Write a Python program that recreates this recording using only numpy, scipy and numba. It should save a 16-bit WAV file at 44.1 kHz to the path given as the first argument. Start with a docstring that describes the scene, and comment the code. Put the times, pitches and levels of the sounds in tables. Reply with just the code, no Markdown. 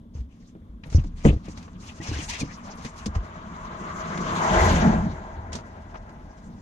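"""Inside a parked car with a window open, the engine idles while hands rub and bump the case of a held phone.
Another vehicle comes along the road, roars past and fades, jolting the cabin with a few thumps. Shaped noise
makes its tyres, its spray and the idle; the cabin booms at its own resonances. Skin on the case is grainy
noise with ticks and gliding squeaks. Each bump or thump is a dying low swing plus a ringing."""
import sys
import numpy as np
from scipy import signal
from scipy.fft import rfft, irfft, next_fast_len
from scipy.io import wavfile
from scipy.ndimage import uniform_filter1d
from numba import njit

SR = 44100
rng = np.random.default_rng(int(sys.argv[2]) if len(sys.argv) > 2 else 0)


def store_wav(level_fs):
    """Save 16-bit WAV to argv[1]."""
    pcm = np.round(np.clip(np.atleast_2d(level_fs), -1, 1) * 32767)
    wavfile.write(sys.argv[1], SR, pcm.T.astype(np.int16))


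N = 291501
T = np.arange(N) / SR
SIZE = next_fast_len(N, True)
HZ = np.fft.rfftfreq(SIZE, 1 / SR)
PORT_LAG_S = 14 / SR  # shared sound reaches the right port this much later


def undb(db):
    """Turn decibels into a plain amplitude factor."""
    return 10 ** (np.asarray(db) / 20)


def on_log_axis(table):
    """Read a (frequency [Hz], value) table at every frequency, in straight lines over log frequency."""
    hz, value = np.transpose(table)
    return np.interp(np.log(HZ + 0.0011), np.log(hz), value)


def unit(x):
    """Scale a sound to an RMS level of 1."""
    return x / np.sqrt(np.mean(x ** 2))


def walk(rate):
    """Wander at random: levels held 1 / rate seconds and smoothed twice, with a spread near 1."""
    hold = int(SR / rate)
    steps = np.repeat(rng.standard_normal(N // hold + 1), hold)
    smooth = uniform_filter1d(uniform_filter1d(steps, hold), hold)
    return 1.74 * smooth[:N]


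@njit
def moving_band(x, hz, width):
    """State-variable band-pass filter whose centre moves; its gain is 1 at the centre."""
    y, band, low = np.empty(len(x)), 0., 0.
    for i in range(len(x)):
        g, k = np.tan(np.pi * hz[i] / SR), width / hz[i]
        v = (band + g * (x[i] - low)) / (1 + g * (g + k))
        band, low, y[i] = 2 * v - band, low + 2 * g * v, k * v
    return y


# How alike the sound is at the phone's two ports: (frequency [Hz], share common to both [0 to 1])
PORT_LIKENESS = [(20, 1), (250, 1), (500, 0.88), (1000, 0.64), (2000, 0.14), (13500, 0.33)]


def noise(gain):
    """Noise of a given spectrum at both ports: a shared part, later on the right, and a part of each port's own."""
    shared, left, right = rng.standard_normal((3, len(HZ), 2)) @ np.array([1, 1j]) * gain
    like = np.clip(on_log_axis(PORT_LIKENESS), 0, 1)
    late = np.exp(-2j * np.pi * HZ * PORT_LAG_S)
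    common = np.sqrt(like) * np.array([shared, shared * late])
    own = np.sqrt(1 - like) * np.array([left, right])
    return unit(irfft(common + own, SIZE)[:, :N])


def patchy(gain, flicker_db, rate, slope_db=0):
    """Noise whose half-octave treble bands each flicker on their own, tilted by slope_db per octave above 2 kHz."""
    octaves = np.arange(0, 3, .5)  # band centres, counted up from 2 kHz
    distance = np.log2((HZ + 1) / 2000) - octaves[:, None]
    shares = np.exp(-8 * distance ** 2) + 1e-9
    spectrum = rfft(noise(gain), SIZE) / shares.sum(axis=0)
    out = np.zeros((2, N))
    for share, octave in zip(shares, octaves):
        band = irfft(spectrum * share, SIZE)[:, :N]
        out += band * undb(flicker_db * walk(rate) + slope_db * octave)
    return out


# Cabin air and panel resonances: (frequency [Hz], width [Hz], level [dB])
CABIN_RESONANCES = [(40.7, 11, -1.5), (82, 39, -5), (181.5, 79, 1.5), (180.6, 83, 2), (222, 46, -0.5),
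                    (304.2, 49, -10), (355.6, 65, -0.5), (448, 140, -10), (637.6, 39, 2.5), (700, 50, -3.5),
                    (870, 30, -6), (868, 12, -10), (845, 25, 4.5), (1027, 20.5, 12), (1460, 330, -10.5),
                    (1623, 27, 3), (1977, 21, 2)]


def resonances(lo_hz, hi_hz):
    """Gain of the cabin resonances between two frequencies: each is a peak, and their powers add."""
    power = 0
    for hz, width, db in CABIN_RESONANCES:
        if lo_hz <= hz < hi_hz:
            power = power + undb(2 * db) / (1 + (2 * (HZ - hz) / width) ** 2) ** 2
    return np.sqrt(power)


# Colour of the idle before the cabin resonances: (frequency [Hz], level [dB per Hz])
IDLE_COLOUR = [(12, -52), (20, 7), (74, 7), (150, -0.5), (245, 5), (369, -9), (459, -10), (959, -25),
               (2560, -41), (3450, -28.5), (4180, -39.5), (10800, -46.5), (13500, -46)]
IDLE_DB = -47


def idle():
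    """The idling engine hums in the panels over a faint outdoor hiss: noise lifted at the low cabin resonances."""
    colour = undb(on_log_axis(IDLE_COLOUR)) * (2.5 + resonances(20, 330))
    return noise(colour) * undb(IDLE_DB + 1.0 * walk(16))


# Colour of skin sliding on the case: (frequency [Hz], level [dB per Hz])
SKIN_COLOUR = [(710, -20), (1200, -8), (1360, -13), (1610, -2.5), (1930, 0), (2810, -1.5), (3270, -4),
               (6510, -1), (11900, -30), (13500, -33)]


def skin_noises():
    """Sliding skin gives a lower scrape and a higher hiss, parted near 3.3 kHz; the grip is noise around 900 Hz."""
    colour = undb(on_log_axis(SKIN_COLOUR))
    bright = 1 / (1 + (3300 / (HZ + 1)) ** 6)
    scrape = noise(colour * np.sqrt(1 - bright))
    hiss = noise(colour * np.sqrt(bright))
    grip = noise(1 / (1 + ((HZ - 900) / 500) ** 2))
    return scrape, hiss, grip


# Strokes of fingers over the case; the long faint ones are a hand shifting as it holds:
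# (start [s], length [s], skin level [dB], grip noise against skin level [dB])
FINGER_STROKES = [(0.133, 0.051, -60.5, -1.5), (0.287, 0.2, -69, -11), (0.824, 1.7, -70, 1),
                  (0.84, 0.081, -61.5, 1), (0.913, 0.079, -56, 3.5), (1.16, 0.12, -56.5, -1.5),
                  (1.233, 0.031, -42, 1), (1.431, 0.088, -56, 0.5), (1.545, 0.086, -57.5, -2.5),
                  (1.798, 0.2, -53.5, -3), (2.001, .15, -42, -3), (2.155, 0.085, -40, -8),
                  (2.277, 0.063, -36, -10.5), (2.378, 0.026, -38, -2.5), (2.469, 0.19, -59, 5),
                  (2.632, 0.097, -54.5, 7), (2.77, 0.11, -47.5, 1.5), (2.955, 0.074, -50, -6),
                  (3.128, 0.019, -53.5, 13.5), (3.224, 0.025, -56, 10), (5.517, 0.043, -48, 2),
                  (5.64, 0.97, -67, -3)]
STROKE_ATTACK_S, STROKE_RELEASE_DB_PER_S = 0.028, 255


def stroke_gains():
    """Gains of skin and grip noise: each stroke presses on, holds and dies away."""
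    skin_gain, grip_gain = np.zeros((2, N))
    for s, length, db, grip_db in FINGER_STROKES:
        press = np.clip((T - s) / STROKE_ATTACK_S, 0, 1)
        release_db = STROKE_RELEASE_DB_PER_S * np.maximum(T - s - length, 0)
        shape = press * undb(db - release_db)
        skin_gain += shape
        grip_gain += shape * undb(grip_db)
    return skin_gain, grip_gain


def strokes(scrape, hiss, grip):
    """Skin rubs in uneven grains; its ridges catch and let go in sparse slips that crackle."""
    skin_gain, grip_gain = stroke_gains()
    grains = scrape * undb(-9 + 3.5 * walk(60)) + hiss * undb(-8 + 3.5 * walk(60))
    # about 150 slips a second, each dying in a few ms
    slips = (rng.random(N) < 150 / SR) * undb(3.5 * rng.exponential(size=N))
    crackle = unit(signal.lfilter([1], [1, -np.exp(-1 / (0.0008 * SR))], slips))
    crackling = (scrape + hiss) * crackle * undb(-21.5)
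    flickering = patchy(undb(on_log_axis(SKIN_COLOUR)), 5.3, 45.05) * undb(-5)
    rub = (grains + crackling + flickering) * skin_gain
    return rub + grip * grip_gain * undb(1.7 * walk(39.89))


# Ticks of slipping skin: (start [s], scrape level [dB], grip noise against scrape [dB],
# top hiss against scrape [dB], left minus right [dB])
SKIN_TICKS = [(.835, -40.5, -10, -22, 2), (0.8992, -52.5, -2, 5, 0), (.926, -46, 2, -7, 3),
              (0.9918, -50, -16, -5, 5), (1.0374, -55, 8, 3, 2), (1.25, -30, 5.5, -26, 4.5),
              (1.484, -58.5, -17, 10.5, 5), (1.573, -44.5, 1, -1, 2.5), (1.626, -56, -9, 5, -1),
              (1.678, -57.5, 16.5, -12, -3), (2.847, -39.5, -4, -1, -1), (3.058, -40.5, -5, 12.5, 1),
              (3.151, -41, 7, -4.5, -6), (4.174, -36, -2, -3, 3), (5.52, -45, -6, -2, -1),
              (5.529, -42, 0, 10, -2), (5.552, -47.5, 12.5, 14.5, -5), (5.586, -52, 13, -23, 4),
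              (5.942, -50.5, 17.5, -30, 4), (5.954, -48.5, 12.5, -30, 0), (6.092, -57, 12.5, -3, -4)]
TICK_RISE_S, TICK_T60_S = 0.0016, 0.056  # T60: time to die by 60 dB


def ticks(scrape, hiss, grip):
    """Skin that slips ticks: a short burst of scrape, grip noise and hiss, stronger at one port or even."""
    out = np.zeros((2, N))
    t = T[:int(.25 * SR)]
    fade = (1 - np.exp(-t / TICK_RISE_S)) * 1000 ** (-t / TICK_T60_S)
    for s, db, grip_db, hiss_db, pan_db in SKIN_TICKS:
        at = slice(int(s * SR), int(s * SR) + len(t))
        side = undb(np.array([[pan_db], [-pan_db]]) / 2)
        burst = scrape[:, at] + undb(grip_db) * grip[:, at] + undb(hiss_db) * hiss[:, at]
        out[:, at] += undb(db) * fade * side * burst
    return out


# Skin squeaks: (start [s], length [s], first pitch [Hz], glide [octaves per s], level [dB])
SKIN_SQUEAKS = [(2.001, 0.025, 1910, 6.5, -43), (2.104, 0.056, 2710, 2.5, -42.5),
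                (2.124, 0.034, 1605, -0.5, -41.5), (2.172, 0.026, 4300, -26, -43),
                (2.184, 0.022, 3010, -3, -40), (2.278, 0.038, 825, 7.5, -39.5),
                (2.279, 0.029, 2580, 13, -44), (2.304, 0.038, 2020, 13, -41),
                (2.317, 0.035, 800, -12, -46.5), (2.349, 0.026, 2500, 8.5, -45.5),
                (2.403, 0.0273, 2304, .1, -36.5)]


def squeaks():
    """Skin that sticks squeaks: a short tone that glides and wobbles in pitch, swelling and fading."""
    out = np.zeros(N)
    wobble, flutter = 1 + 0.031 * walk(200), undb(0.89 * walk(250))
    for s, length, first_hz, glide, db in SKIN_SQUEAKS:
        at = slice(int(s * SR), int((s + length) * SR))
        swell = np.sin(np.pi * (T[at] - s) / length)
        hz = first_hz * 2 ** (glide * (T[at] - s)) * wobble[at]
        tone = np.sin(2 * np.pi * np.cumsum(hz) / SR)
        out[at] += undb(db) * flutter[at] * swell * tone
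    return out


def fingers():
    """Fingers slide on the case: strokes and ticks share the same skin noises, and squeaks join them."""
    skin = skin_noises()
    return strokes(*skin) + ticks(*skin) + squeaks()


# What the case rings with; the cabin thumps use it too:
# (frequency [Hz], level [dB], time to die by 60 dB [s])
CASE_RING = [(152, -5.5, 0.16), (207, -0.5, 0.064), (300, 1.5, 0.042), (427, 1.5, 0.018),
             (645, -20.5, 0.086), (1220, -19.5, 0.033)]
# Bumps of the phone in the grip; those at 4.504, 4.56 and 4.871 s are thumps of the cabin,
# jolted as the vehicle passes: (start [s], swing level [dB], swing pitch [Hz],
# time for the swing to die by 60 dB [s], hardness: ring against swing [dB])
BUMPS_AND_THUMPS = [(.149, -26.5, 75.2, 0.36, -10.5), (0.189, -27, 64.3, 0.25, -29),
                    (0.206, -21, 61, 0.13, -28), (0.551, -33.5, 168, 0.063, 0.5),
                    (.693, -33.5, 54.7, 0.35, -15), (0.744, -34, 46.7, 0.16, -22.5),
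                    (.859, -31.5, 152, 0.12, -2), (0.884, -30.5, 50.7, .22, -9),
                    (0.919, -27.5, 58, .16, -4), (.947, -2, 80.3, .17, -20), (.971, -15.5, 36.3, 0.28, -18),
                    (.982, -6.5, 116, 0.064, -22.5), (1.044, -19.5, 32.7, .18, -11),
                    (1.134, -31, 31.2, 0.93, -20), (1.246, -15.5, 300, 0.024, -0.5),
                    (1.252, -4.5, 219, 0.1, 2), (1.262, -9.5, 298, 0.097, -6), (1.27, -12, 57.7, .14, -3),
                    (1.288, -2.5, 80, .07, -14), (1.305, -3, 70.4, .06, -17), (1.328, -10.5, 55.4, .11, -8),
                    (1.362, -10, 74, 0.042, -20.5), (1.482, -28.5, 198, 0.093, 3), (2, -31, 328, 0.12, 2),
                    (2.087, -21.5, 94.2, 0.15, -5), (2.113, -15.5, 88, .1, -6),
                    (2.134, -26, 73.3, 0.33, -9), (2.162, -24, 66, 0.15, -7.5),
                    (2.188, -23.5, 81, 0.076, -7), (2.218, -28, 138, 0.12, -3),
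                    (2.413, -22.5, 268, 0.12, 0), (2.43, -19, 125, .06, -4.5), (2.783, -32, 200, 0.056, -2),
                    (2.849, -33, 239.5, .15, 6.5), (3.062, -17.5, 208, 0.11, -7.5),
                    (3.08, -21.5, 74, 0.18, -10), (3.162, -10.5, 80.4, 0.091, -16),
                    (3.18, -17, 48, 0.18, -33), (4.504, -15, 186, 0.17, -13), (4.56, -19, 45.7, 0.4, -30),
                    (4.871, -13.5, 210, 0.23, -23.5), (5.55, -33, 237, 0.19, 7)]
RATTLE_DB, RATTLE_T60_S = -31, 0.082  # level against the push


def bumps_and_thumps():
    """The phone bumped in the grip, or the cabin jolted, swings and dies away; a push and a rattle excite a ring."""
    swing, force = np.zeros((2, N))
    rattle = rng.standard_normal(N)
    t = T[:int(.4 * SR)]
    for s, db, hz, t60, ring_db in BUMPS_AND_THUMPS:
        at = slice(int(s * SR), int(s * SR) + len(t))
        rise = 1 - np.exp(-(6.0 * hz * t) ** 2)  # a soft start; in the grip, flesh gives way first
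        swing[at] -= undb(db) * rise * np.sin(2 * np.pi * hz * t) * 1000 ** (-t / t60)
        contact_s = 0.054 / hz  # a lower pitch, as of a looser grip, gives a longer, duller push
        push = np.exp(-(t / contact_s - 3) ** 2) / (contact_s * SR * 4)
        shaking = undb(RATTLE_DB) * rattle[at] * 1000 ** (-t / RATTLE_T60_S)
        force[at] += undb(db + ring_db) * (push + shaking)
    ring = sum(undb(db) * np.sin(2 * np.pi * hz * t) * 1000 ** (-t / t60) for hz, db, t60 in CASE_RING)
    left = swing + signal.fftconvolve(force, ring)[:N]
    right = np.interp(T - PORT_LAG_S, T, left)
    return np.array([left, right])


PASSES_S, SPEED_M_S, KERB_M = 4.653, 24.9, 2.99  # closest moment, speed, closest distance
CLEARS_S, CLEARS_FADE_S = 1.5, 0.59  # the vehicle comes out from behind a rise in the road


def heard(closest_db, loss_db_per_m, hidden_db, shaded_s, fade_s, shade_db):
    """Level of a passing sound: spreading, loss over the snow, the rise in front and the car's body behind."""
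    distance_m = np.hypot(SPEED_M_S * (T - PASSES_S), KERB_M)
    hidden = .5 - .5 * np.tanh((T - CLEARS_S) / CLEARS_FADE_S)
    shade = .5 + .5 * np.tanh((T - shaded_s) / fade_s)  # the parked car's body shades the window
    spread_db = 20 * np.log10(distance_m / KERB_M)
    snow_db = loss_db_per_m * (distance_m - KERB_M)
    return closest_db - spread_db - snow_db - hidden_db * hidden - shade_db * shade


# Colour of the tyre roar before the cabin resonances: (frequency [Hz], level [dB per Hz])
ROAR_COLOUR = [(250, -28), (330, -1), (520, -1), (650, 2.5), (800, -6.5), (1000, -7.5), (1400, -3),
               (1960, -9), (2600, -20.5), (3500, -45), (5000, -53)]
TREAD_HZ, TREAD_WIDTH_HZ = 969, 430.0  # centre of the tread peak, and width of each filter pass
TREAD_DROP = 0.13  # share by which the tread peak is higher coming and lower going
TREAD_COMING_DB, TREAD_GOING_DB = 4, -2  # against the roar
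TREAD_LEAD_S = .2  # the front tyres pass this much ahead of the middle


def tyres(roar_db):
    """Tyres roar through the window, coloured by the cabin, with a tread peak that drops as they go by."""
    along_m = SPEED_M_S * (T - PASSES_S + TREAD_LEAD_S)
    going = along_m / np.hypot(along_m, KERB_M)  # from -1 coming to 1 going
    tread_hz = TREAD_HZ * (1 - TREAD_DROP * going) * (1 + 0.02 * walk(5.12))
    tread_db = np.interp(going, [-1, 1], [TREAD_COMING_DB, TREAD_GOING_DB])
    roar = noise(undb(on_log_axis(ROAR_COLOUR)) * (.5 + resonances(330, 3000)))
    tread = noise(1)
    for _ in range(2):
        tread = np.array([moving_band(port, tread_hz, TREAD_WIDTH_HZ) for port in tread])
    both = roar * undb(1.45 * walk(25)) + unit(tread) * undb(tread_db + 1.4 * walk(25))
    return both / np.sqrt(1 + undb(2 * tread_db)) * undb(roar_db)


# How hard the cabin is shaken, most just after the vehicle is past:
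# (time [s], boom level [dB], rumble level [dB])
CABIN_SHAKE = [(.6, -62, -58), (1.1, -48, -43), (1.8, -48, -49), (2.55, -47, -44.5), (3.2, -52, -49),
               (3.8, -41.5, -46), (4.2, -34.5, -42.5), (4.55, -32, -30), (4.72, -22.5, -26.5),
               (4.9, -23.5, -30.5), (5.08, -33.5, -31), (5.2, -41.5, -36), (5.35, -47, -41),
               (5.6, -50.5, -44), (6.1, -56, -47.5), (6.61, -47.5, -51.5)]


def cabin_shake():
    """The cabin booms at its 130-330 Hz resonances and rumbles at those below, each with a wavering level."""
    s, boom_levels, rumble_levels = np.transpose(CABIN_SHAKE)
    boom_db = np.interp(T, s, boom_levels) + 2.5 * walk(18)
    rumble_db = np.interp(T, s, rumble_levels) + 2.7 * walk(8.4)
    return noise(resonances(130, 330)) * undb(boom_db) + noise(resonances(20, 130)) * undb(rumble_db)


# Colour of the spray: (frequency [Hz], level [dB per Hz])
SPRAY_COLOUR = [(1290, -10.5), (2200, -3.5), (2450, -9.5), (3140, -7.5), (5110, -13.5), (6460, -8),
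                (7080, -10.5), (8690, -28.5), (12600, -33), (13500, -89)]
AIR_LOSS = 0.098  # dB lost per octave of treble for each dB that the roar is below its loudest


def spray(roar_db):
    """Spray hisses in flickering treble bands, duller whenever the roar is weaker."""
    spray_db = heard(closest_db=-30, loss_db_per_m=0.17, hidden_db=1, shaded_s=5, fade_s=0.17, shade_db=12)
    slope_db = AIR_LOSS * (roar_db - roar_db.max())
    return patchy(undb(on_log_axis(SPRAY_COLOUR)), 2.5, 45, slope_db) * undb(spray_db)


def passing():
    """The vehicle goes by: tyre roar and spray follow its distance, and boom and rumble ride along."""
    roar_db = heard(closest_db=-19, loss_db_per_m=0.09, hidden_db=11.5, shaded_s=5, fade_s=0.1, shade_db=6)
    return tyres(roar_db) + cabin_shake() + spray(roar_db)


def scene():
    """Add up the idle, the fingers, the bumps and thumps, and the passing vehicle."""
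    return idle() + fingers() + bumps_and_thumps() + passing()


# How the two ports differ in colour: (frequency [Hz], left minus right [dB])
PORT_COLOUR = [(100, 0.5), (300, 0), (500, 2), (1190, 2.5), (2170, 6.5), (3940, -0.5), (7170, 0.5),
               (9000, 1), (13000, 4.5)]
TOP_HZ = 13350


def record(dry):
    """The ports differ in colour, the loudest peaks are rounded off and the top is cut steeply."""
    tilt = on_log_axis(PORT_COLOUR) / 2
    wet = irfft(rfft(dry, SIZE) * undb(np.array([tilt, -tilt])), SIZE)[:, :N]
    rounded = .9 * np.tanh(wet / .9)
    top_cut = signal.ellip(10, .2, 70, TOP_HZ, fs=SR, output="sos")
    return signal.sosfilt(top_cut, rounded)


dry = scene()
out = record(dry)
store_wav(out)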